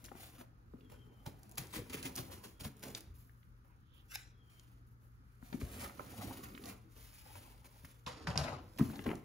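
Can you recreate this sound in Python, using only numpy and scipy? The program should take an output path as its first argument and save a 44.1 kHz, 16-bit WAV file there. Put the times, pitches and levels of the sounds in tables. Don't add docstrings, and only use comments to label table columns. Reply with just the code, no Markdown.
import sys
import numpy as np
from scipy import signal
from scipy.fft import rfft, irfft, next_fast_len
from scipy.io import wavfile
from scipy.ndimage import uniform_filter1d

SR = 44100
rng = np.random.default_rng(int(sys.argv[2]) if len(sys.argv) > 2 else 0)


def transcribe(signal):
    frames = np.atleast_2d(signal).T
    limited = np.clip(frames, -1, 1)
    pcm = np.round(limited * 32767).astype(np.int16)
    wavfile.write(sys.argv[1], SR, pcm)


N = 407484
T = np.arange(N) / SR
SIZE = next_fast_len(N + SR)


def undb(db):
    return 10 ** (np.asarray(db) / 20)


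def unit(x):
    return x / np.sqrt(np.mean(x ** 2))


def over_hz(table):
    hz, value = np.transpose(table)
    bin_hz = np.arange(1, SIZE // 2 + 2) * SR / SIZE
    return np.interp(np.log(bin_hz), np.log(np.maximum(hz, 1)), value)


def shape(x, gain):
    return irfft(rfft(x, SIZE) * gain, SIZE)[..., :N]


def low_pass(x, order, hz):
    return signal.sosfilt(signal.butter(order, hz, fs=SR, output="sos"), x)


def flicker(rate, depth_db):
    k = int(SR / rate)
    steps = np.repeat(rng.standard_normal(N // k + 1), k)
    return undb(depth_db * uniform_filter1d(steps, k)[:N])


def resonate(x, peaks, patchy_db=0):
    out = 0
    for k, (hz, width, db) in enumerate(peaks):
        drive = x * flicker(rate=45., depth_db=patchy_db)
        out = out + (-1) ** k * undb(db) * signal.lfilter(*signal.iirpeak(hz, hz / width, SR), drive)
    return out


def add(out, s, sound):
    i = max(int(s * SR), 0)
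    out[i:i + len(sound)] += sound[:N - i]


def grains(per_s, scatter_db, smooth):
    size = undb(scatter_db * np.minimum(rng.exponential(size=N), 2)) * rng.standard_normal(N)
    slips = unit(size * (rng.random(N) < per_s / SR))
    return unit(slips + smooth * rng.standard_normal(N))


# (time [s], rubbing of hands and blade on the surface [dB], working of the panels [dB])
HANDLING_CURVE = [(0, -75.5, -68.5), (.14, -72, -66), (.225, -58, -69), (.3, -67, -69.5), (.41, -79, -62),
                  (.46, -92, -77.5), (.82, -86, -63), (1.57, -78, -64.5), (1.67, -72, -61),
                  (2.13, -66, -56.5), (2.42, -70.5, -61.5), (2.68, -87, -75), (2.9, -63, -54.5),
                  (3.05, -83, -66.5), (3.4, -91.5, -75.5), (4.248, -89, -73.5), (4.35, -97, -74),
                  (4.6, -76, -72.5), (4.9, -97, -72.5), (5.4, -84, -74.5), (5.458, -67, -73),
                  (5.6, -72.5, -62), (5.74, -58, -53), (5.94, -67.5, -61), (6.28, -59, -53),
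                  (6.45, -67, -53.5), (6.6, -68, -54.5), (6.72, -68, -52.5), (6.77, -100, -67),
                  (7.0, -65.5, -71), (7.2, -68.5, -76), (7.36, -64.5, -61), (7.5, -70, -66.5),
                  (7.59, -75.5, -74.5), (7.9, -71, -68), (8.05, -85.5, -77), (8.2, -93, -58),
                  (8.44, -90, -49.5), (8.57, -100, -52.5), (8.62, -79.5, -59), (8.75, -76.5, -64),
                  (8.85, -61, -51), (9.01, -68, -52.5), (9.14, -70, -48.5), (9.24, -79.5, -79)]
BLADE_CUTS = [(1.255, -46, 9, 0.14, .01), (1.572, -33, -6, 0.069, .009), (1.599, -46.5, 6.5, 0.35, .004),
              (1.724, -38, -1.5, 0.2, .016), (1.748, -40, 3, .14, .014), (1.769, -47, 12.5, 0.18, .01),
              (1.894, -46, 4.5, 0.12, .006), (1.923, -37.5, -1, 0.17, .012), (1.96, -48, 3, .3, .02),
              (2.028, -44, -2, 0.2, .004), (2.036, -39, 2, .16, .022), (2.165, -35.5, -1, 0.12, .018),
              (2.3, -44, 1.5, 0.18, .03), (2.43, -46, 4, 0.17, .014), (2.592, -43, 2, 0.12, .016),
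              (2.63, -39, 3, 0.13, .021), (2.82, -42, 4, 0.21, .016), (2.869, -48, 8, 0.1, .015),
              (2.948, -43.5, -13, 0.22, .002)]
HAND_RUBS = [(.042, -49, -18, 0.12), (.149, -69, 15, .17), (.35, -62, 7, .25), (.38, -57.5, 6, 0.23),
             (.39, -52, 5, 0.086, .022), (.896, -59, 5, 0.2), (.915, -57.5, 7.5, 0.18),
             (4.495, -63.5, -10, 1), (5.526, -49.5, 9, 0.11), (5.592, -50, -4, 0.38, .02),
             (5.78, -48, 2, .2, .04), (5.815, -43, 3, .13, .03), (6.175, -51, 4, .3),
             (6.2, -47, 2, 0.32, .02), (6.3, -53, 6, .25), (6.369, -49, 5, 0.16),
             (6.425, -48, 3.5, 0.18, .015), (6.637, -52, 9, .2), (6.654, -48, 4, 0.37),
             (6.68, -49, 2, .12, .02), (6.96, -59.5, 8.5, 0.16), (7.643, -52.5, -3, 0.16),
             (7.847, -50, -13, 0.058), (8.783, -46, 6, 0.25), (9.06, -48, 21.5, 0.13),
             (9.1, -52.5, 24, 0.13)]
FINGER_GRIPS = [(3.139, -68, -7, 0.98), (3.639, -81.5, 12, 0.56, .01), (3.93, -76, 3.5, 1, .02),
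                (4.86, -78, -1, 0.48, .01), (5.0, -79, 1.5, 0.7, .02)]
DULL_SCRAPES = [(7.25, -63, 11.5, 0.4), (7.3, -61, 5, 0.36), (7.35, -58, 10.5, 0.18),
                (8.062, -38.5, -5.5, 0.37), (8.16, -54, 2, 1), (8.269, -39, 5, 0.35),
                (8.357, -41, 7, 0.082), (8.374, -33.5, -15, 0.32), (8.4, -41, 4.5, .3),
                (8.44, -43.5, 6.5, 0.43), (8.475, -48.5, 12, 0.38, .025), (8.53, -51.5, 10.5, 0.26),
                (8.93, -53, -5, 0.18), (8.955, -52, -7, 0.092), (9.038, -47.5, -2, .1)]
# (lag of the panels [s], sizzle re hiss [dB], rasp re hiss at no load [dB], rasp per load [dB/dB])
CUT_KIND, RUB_KIND = (.01, -0.5, -9, 0.74), (.002, 0.5, -2, 0.85)
GRIP_KIND, DULL_KIND = (.001, 11.5, 3, 1), (.002, -30, 3, 0.46)
RISE_S = .003
CREST_DB = 9
RUB_SIZZLE_DB, PANEL_RASP_DB = 2, -5.5


def contact_powers():
    s, rub_db, panel_db = np.transpose(HANDLING_CURVE)
    rasp_db = (rub_db + panel_db) / 2 + PANEL_RASP_DB
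    steady = [undb(2 * np.interp(T, s, db)) for db in (rub_db, rub_db + RUB_SIZZLE_DB, rasp_db, panel_db)]
    power = np.vstack([steady, np.zeros((2, N))])
    hiss, sizzle, rasp, rumble, judder, boom = power
    surface, dull = (hiss, sizzle, rasp, rumble), (judder, sizzle, rasp, boom)
    for table, kind, rows in ((BLADE_CUTS, CUT_KIND, surface), (HAND_RUBS, RUB_KIND, surface),
                              (FINGER_GRIPS, GRIP_KIND, surface), (DULL_SCRAPES, DULL_KIND, dull)):
        lag, sizzle_db, rasp_db, per_load = kind
        for start, db, load_db, t60, *slow in table:
            rise = max(sum(slow) or RISE_S, .001)
            t = np.arange(int((rise + t60) * SR)) / SR
            swell = np.minimum(t / rise, 1) ** 2 * undb(-120 * np.maximum(t - rise, 0) / t60)
            shares_db = (0, sizzle_db, rasp_db + per_load * load_db, load_db)
            for row, share_db, late in zip(rows, shares_db, (0, 0, 0, lag)):
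                add(row, start + late, swell * undb(2 * (db + share_db - CREST_DB)))
    return power


# (frequency [Hz], relative level per Hz [dB])
FIBRE_SPECTRUM = [(1200, -3), (1700, -2), (2300, 1), (3000, -2), (4500, -3), (6000, -3.5), (7500, -5.5),
                  (9000, -1.5), (12000, -18.5)]
# (frequency [Hz], relative level per Hz [dB])
SIZZLE_SPECTRUM = [(5000, -23), (7000, -10.5), (8500, -6.5), (11000, 0), (13500, 3), (16000, 0)]


def hiss_and_sizzle():
    snaps = grains(per_s=400., scatter_db=1.5, smooth=0.035)
    fine = grains(per_s=3000., scatter_db=0.5, smooth=1.48)
    slips = (fine + 0.35 * snaps) * flicker(rate=70., depth_db=2.0)
    hiss = unit(shape(slips, undb(over_hz(FIBRE_SPECTRUM))))
    sizzle = unit(shape(slips, undb(over_hz(SIZZLE_SPECTRUM)))) * flicker(rate=140.0, depth_db=2.0)
    return hiss, sizzle


# (frequency [Hz], width [Hz], relative level [dB])
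BOARD_MODES = [(534, 123, 2), (627, 150, 1), (770, 170, -1.5), (995, 163, -1), (1170, 280, -4),
               (1450, 267, -5), (1815, 480, -5), (2210, 820, -4.5), (2950, 570, -4)]


def board_rasp():
    crunch = grains(per_s=900., scatter_db=1.0, smooth=0.9) * flicker(rate=83.0, depth_db=1.5)
    middle = signal.butter(2, [420, 1900], "band", fs=SR, output="sos")
    return unit(resonate(signal.sosfilt(middle, crunch), BOARD_MODES, patchy_db=3.0))


# (frequency [Hz], width [Hz], relative level [dB])
BOX_MODES = [(68, 16, -2), (98.7, 23, 2), (139, 25, -2), (198, 36, -2), (255.6, 37.6, -1), (322.6, 29, -3),
             (390, 37, -7.5), (464.6, 67, -8.5)]


def box_rumble():
    heave = low_pass(grains(per_s=330.0, scatter_db=2.0, smooth=1.18), 2, 650)
    return unit(resonate(heave, BOX_MODES, patchy_db=3.5))


# (frequency [Hz], relative level per Hz [dB])
JUDDER_SPECTRUM = [(1500, -1), (2300, -6), (3000, -4.5), (3900, -1), (5100, -4.5), (6500, -7), (8000, -9.5),
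                   (12000, -18), (16000, -28)]


def edge_judder():
    slips = grains(per_s=2500., scatter_db=-2.0, smooth=1.2)
    return unit(shape(slips, undb(over_hz(JUDDER_SPECTRUM)))) * flicker(rate=60., depth_db=2.5)


def friction():
    power = contact_powers()
    hiss, sizzle = hiss_and_sizzle()
    rasp = board_rasp()
    rumble = box_rumble()
    judder = edge_judder()
    boom = unit(low_pass(rumble, 4, 188))
    return np.sum(np.sqrt(power) * [hiss, sizzle, rasp, rumble, judder, boom], axis=0)


def surge(start, peak, db, rise, fall):
    return (T > start) * undb(db - np.where(T < peak, rise * (peak - T), fall * (T - peak)))


# (time [s], force level [dB])
BLADE_SLIDE = [(4.08, -70), (4.103, -57), (4.112, -46), (4.128, -49), (4.14, -43), (4.151, -28),
               (4.162, -45.5), (4.2, -54.5), (4.24, -61), (4.32, -73)]
# (frequency [Hz], width [Hz], relative level [dB])
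BLADE_MODES = [(1500, 140, -10), (1750, 150, -4), (1970, 160, -3), (2370, 170, -5.5), (2640, 140, -2.5),
               (3020, 150, -8), (3450, 230, -5), (3750, 200, -6), (4060, 180, -4), (5210, 170, 1.5),
               (5850, 230, 0.5), (6500, 220, -6), (7400, 990, -3), (13000, 7100, -7)]
# (frequency [Hz], width [Hz], relative level [dB])
HANDLE_MODE = [(800, 90, -21)]
# (start [s], peak time [s], peak level [dB], rise [dB/s], fall [dB/s])
PIVOT_SURGE = (3, 4, -71.5, 117, 700)
# (frequency [Hz], width [Hz], relative level [dB])
PIVOT_MODE = [(3280, 860, 0)]
# (start [s], peak time [s], peak level [dB], rise [dB/s], fall [dB/s])
EDGE_SURGE = (4.1, 4.121, -58, 900, 200)
# (frequency [Hz], width [Hz], relative level [dB])
EDGE_MODE = [(1530, 160, 0)]
SNIP_S, SNIP_DB = 4.156, -6


def snip():
    force = grains(per_s=2500.0, scatter_db=1.5, smooth=0.8)
    stop = undb(SNIP_DB) * (np.arange(N) == int(SNIP_S * SR))
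    rasp = surge(*PIVOT_SURGE) * unit(resonate(resonate(force, PIVOT_MODE), PIVOT_MODE))
    squeal = surge(*EDGE_SURGE) * unit(resonate(force, EDGE_MODE))
    spent = unit(signal.lfilter(*signal.butter(1, 3000, fs=SR), force))
    force = np.where(T < SNIP_S, force, spent)
    slide = force * undb(np.interp(T, *np.transpose(BLADE_SLIDE), left=-200, right=-200))
    ring = resonate(slide + stop, BLADE_MODES, patchy_db=4.0)
    return ring + 10 * resonate(stop, HANDLE_MODE) + rasp + squeal


# (time [s], push level [dB], push frequency [Hz])
PANEL_BLOWS = [(.116, -45, 360), (.152, -47, 306), (0.737, -45.5, 380), (0.741, -40, 200), (.91, -52, 207),
               (1.266, -37, 115), (1.275, -42, 260), (1.594, -40, 141), (1.765, -40, 260),
               (1.774, -39, 250), (1.787, -42, 240), (1.902, -45, 260), (2.053, -39, 238),
               (2.064, -40, 230), (2.186, -39, 132), (2.196, -41, 200), (2.616, -44, 200),
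               (2.652, -40, 126), (2.663, -39, 170), (3.072, -47, 70.5), (3.094, -42.5, 70.5),
               (3.13, -50, 75), (5.427, -44.5, 206), (5.526, -39, 263), (5.543, -28.5, 238),
               (5.618, -32.5, 309), (5.628, -32, 90), (5.848, -47, 90), (5.982, -46, 249),
               (5.996, -38.5, 480), (6.006, -41, 422), (6.252, -43, 260), (6.269, -40.5, 90),
               (6.309, -43, 300), (6.458, -46, 280), (6.527, -47, 350), (6.545, -45, 240),
               (6.596, -46, 330), (7.837, -46, 113), (8.068, -41, 142), (8.272, -32, 142),
               (8.283, -30, 130), (8.3, -34, 130), (8.358, -35, 150), (8.367, -30, 134), (8.387, -31, 125),
               (8.415, -35, 130), (8.796, -25, 253), (8.803, -28, 280), (8.81, -15, 200), (8.825, -30, 253),
               (8.84, -36, 260), (8.859, -40, 107), (8.905, -36, 230), (8.993, -39, 260), (9.059, -36, 520),
               (9.065, -28.5, 250), (9.07, -37, 80), (9.077, -29.5, 237), (9.091, -28.5, 310),
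               (9.098, -34, 420), (9.114, -31, 300), (9.132, -35, 480), (9.146, -36, 260)]
KNOCK_CYCLES = 1.7


def knocks(ring_db=-3.5):
    push = np.zeros(N)
    for s, db, hz in PANEL_BLOWS:
        phase = np.arange(int(KNOCK_CYCLES * SR / hz)) * hz / SR
        add(push, s, -undb(db) * np.sin(np.pi * phase / KNOCK_CYCLES) * np.sin(2 * np.pi * phase))
    return push + undb(ring_db) * resonate(push, BOX_MODES)


# (time [s], peak level [dB], centre frequency [Hz])
SNAPS_AND_TICKS = [(.042, -41, 9000), (.06, -38.5, 9000), (.052, -44, 6000), (.084, -50, 1300),
                   (.089, -52, 3000), (.116, -46, 850), (.153, -54, 900), (.409, -50, 1200),
                   (.413, -50, 2800), (.736, -55.5, 1160), (.808, -60.5, 2700), (1.263, -43, 4120),
                   (1.432, -46.5, 10000), (1.494, -46, 10000), (1.514, -42, 11000), (1.521, -48, 10000),
                   (1.556, -44, 11000), (1.582, -23, 10300), (1.67, -42, 11500), (1.898, -42, 8900),
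                   (2.028, -33.5, 7040), (2.156, -31.5, 10000), (2.162, -27.5, 10000), (2.179, -33.5, 4620),
                   (2.609, -46, 5000), (2.649, -40, 6040), (2.768, -51, 11500), (2.795, -47, 11600),
                   (2.838, -44, 6000), (2.949, -29, 4640), (3.007, -41, 11000), (3.295, -57, 1480),
                   (3.43, -62.5, 2280), (4.596, -50, 6000), (5.426, -50, 1090), (5.528, -44, 2570),
                   (5.614, -43, 1370), (5.896, -46, 1270), (5.994, -36, 980), (6.004, -41, 834),
                   (6.31, -44, 890), (6.325, -51, 1400), (6.44, -51, 2300), (6.456, -48, 2200),
                   (6.55, -45, 2600), (6.577, -44, 1700), (6.639, -42.5, 4500), (6.657, -40.5, 5500),
                   (6.7, -45.5, 2400), (7.847, -47, 1600), (8.064, -36, 3450), (8.271, -33, 1210),
                   (8.273, -35.5, 4000), (8.303, -40, 5000), (8.356, -34, 900), (8.357, -42, 4700),
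                   (8.376, -18.5, 5130), (8.776, -46, 5000), (8.787, -39, 2200), (8.795, -32, 960),
                   (8.806, -35.5, 1200), (8.413, -38, 650), (8.453, -40, 500), (8.529, -41, 600),
                   (8.9, -47, 1200), (8.992, -37.5, 1630), (9.066, -34, 1930), (9.091, -33, 1790),
                   (9.114, -33.5, 1500), (9.133, -44, 880), (9.154, -43.5, 7100)]
TICK_T60_S, TICK_SHORTENS = 0.019, 0.23
TICK_SHARPNESS, TICK_ROOF = 0.81, 1.73


def ticks():
    out = np.zeros(N)
    rag = rng.standard_normal((len(SNAPS_AND_TICKS), 2048))
    for (s, db, hz), noise in zip(SNAPS_AND_TICKS, rag):
        noise = np.concatenate([[3.0], noise[1:]])
        burst = noise * undb(-60 * T[:2048] / TICK_T60_S * (hz / 1000) ** TICK_SHORTENS)
        for _ in range(2):
            burst = signal.lfilter(*signal.iirpeak(hz, TICK_SHARPNESS, SR), burst)
        burst = signal.lfilter(*signal.butter(3, min(TICK_ROOF * hz, .45 * SR), fs=SR), burst)
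        add(out, s, undb(db) * burst / np.abs(burst).max())
    return out


# (time [s], length [s], start frequency [Hz], level before the port gains [dB])
WHISTLE_CALLS = [(0.801, .45, 3370, -83.5), (2.48, .22, 3420, -89), (4.3, 0.41, 3420, -87)]
WHISTLE_END_HZ, WHISTLE_SINKS_S = 3000, .25
WHISTLE_FADE_DB = 13


def whistle(warble_db=3.0, waver_hz=55.):
    out = np.zeros(N)
    waver = waver_hz * unit(uniform_filter1d(rng.standard_normal(N), size=150))
    for s, length, hz, db in WHISTLE_CALLS:
        t = T[:int(length * SR)]
        sinking = WHISTLE_END_HZ + (hz - WHISTLE_END_HZ) * np.exp(-t / WHISTLE_SINKS_S)
        pitch = sinking + np.interp(s + t, T, waver)
        swell = undb(db - WHISTLE_FADE_DB * ((2 * t / length - 1) ** 6 + t / length / 5))
        add(out, s, swell * np.sqrt(2) * np.sin(2 * np.pi * np.cumsum(pitch) / SR))
    return out * flicker(rate=82.0, depth_db=warble_db) * flicker(rate=25., depth_db=3.5)


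ROOM_T60_S, ROOM_TREBLE_T60_S, ROOM_DB = 0.48, 0.22, -9.5


def echoes(x, glance_db, gap_s=0.0025):
    t, step, out = T[:SR // 2], SR // 4, np.zeros(N)
    for i in range(-step, N, step):
        noise = rng.standard_normal(len(t))
        low = low_pass(noise, 1, 2500)
        tail = low * undb(-60 * t / ROOM_T60_S) + (noise - low) * undb(-60 * t / ROOM_TREBLE_T60_S)
        tail = tail * np.minimum(t / gap_s, 1)
        glance = noise * undb(-60 * t / 0.01)
        paths = undb(ROOM_DB) * tail / np.linalg.norm(tail)
        paths = paths + undb(glance_db) * glance / np.linalg.norm(glance)
        part = x[max(i, 0):i + 2 * step] * np.hanning(2 * step)[max(-i, 0):N - i]
        add(out, i / SR, signal.fftconvolve(part, paths))
    return out


# (frequency [Hz], relative level per Hz [dB])
AIR_SPECTRUM = [(12, -42), (20, -21), (49, 11.5), (123, -2), (172, -4), (408, -24), (655, -43.5),
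                (1280, -19), (2880, -40.5), (6650, -41), (8550, -70), (9300, -62), (11600, -49),
                (13000, -58), (15800, -56)]
AIR_DB, HUM_HZ, HUM_DB = -63.5, 117.9, -66


def room_air():
    air = shape(rng.standard_normal((2, N)), undb(over_hz(AIR_SPECTRUM)))
    air = undb(AIR_DB) * unit(air) * flicker(rate=12.0, depth_db=-0.5)
    hum = undb(HUM_DB) * np.sqrt(2) * np.sin(2 * np.pi * HUM_HZ * T)
    air[0] += hum * flicker(rate=4.8, depth_db=-1.5)
    return air


# (frequency [Hz], gain [dB])
UNLIKE_GAIN = [(60, -18.5), (200, -16), (400, -9), (700, 1), (1300, -3.5), (2500, -4), (5000, -2.5),
               (9000, -13), (16000, -5.5)]


def scene():
    near = friction() + knocks() + ticks() + snip()
    air, far = room_air(), whistle()
    shared = near + echoes(near, glance_db=-17.5) + air[0]
    unlike = shape(echoes(near, glance_db=1.55) + 2.55 * air[1], undb(over_hz(UNLIKE_GAIN)))
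    return np.array([shared + unlike + 2.34 * far, shared - unlike + 1.16 * far])


# (frequency [Hz], lead of the left [rad])
PHASE_LEAD = [(0, 0), (430, -0.1), (780, -2.3), (1030, 0.0), (2150, -0.0), (6980, -0.6), (7840, 2.9),
              (9130, 3.7), (10300, 6.1), (11500, 6.7), (12800, 9.4), (13700, 9.5), (14700, 12.2),
              (16400, 12.7)]
# (frequency [Hz], left minus right [dB])
LEVEL_BALANCE = [(60, 2), (110, 2), (200, 2), (380, 0), (700, 0.5), (1290, 0), (2380, 0.5), (4400, -2),
                 (8120, -0.5), (15000, 0)]
# (frequency [Hz], gain [dB])
OVERALL_TONE = [(25, -2), (45, 0.5), (15650, -0.5), (15950, -21), (16500, -35)]
TOP_HZ = 16800


def record(dry):
    half = undb(over_hz(LEVEL_BALANCE) / 2) * np.exp(.5j * over_hz(PHASE_LEAD))
    ports = shape(dry, np.array([half, 1 / half]) * undb(over_hz(OVERALL_TONE)))
    return signal.sosfilt(signal.ellip(10, .2, 70, TOP_HZ, fs=SR, output="sos"), ports)


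dry = scene()
out = record(dry)
transcribe(out)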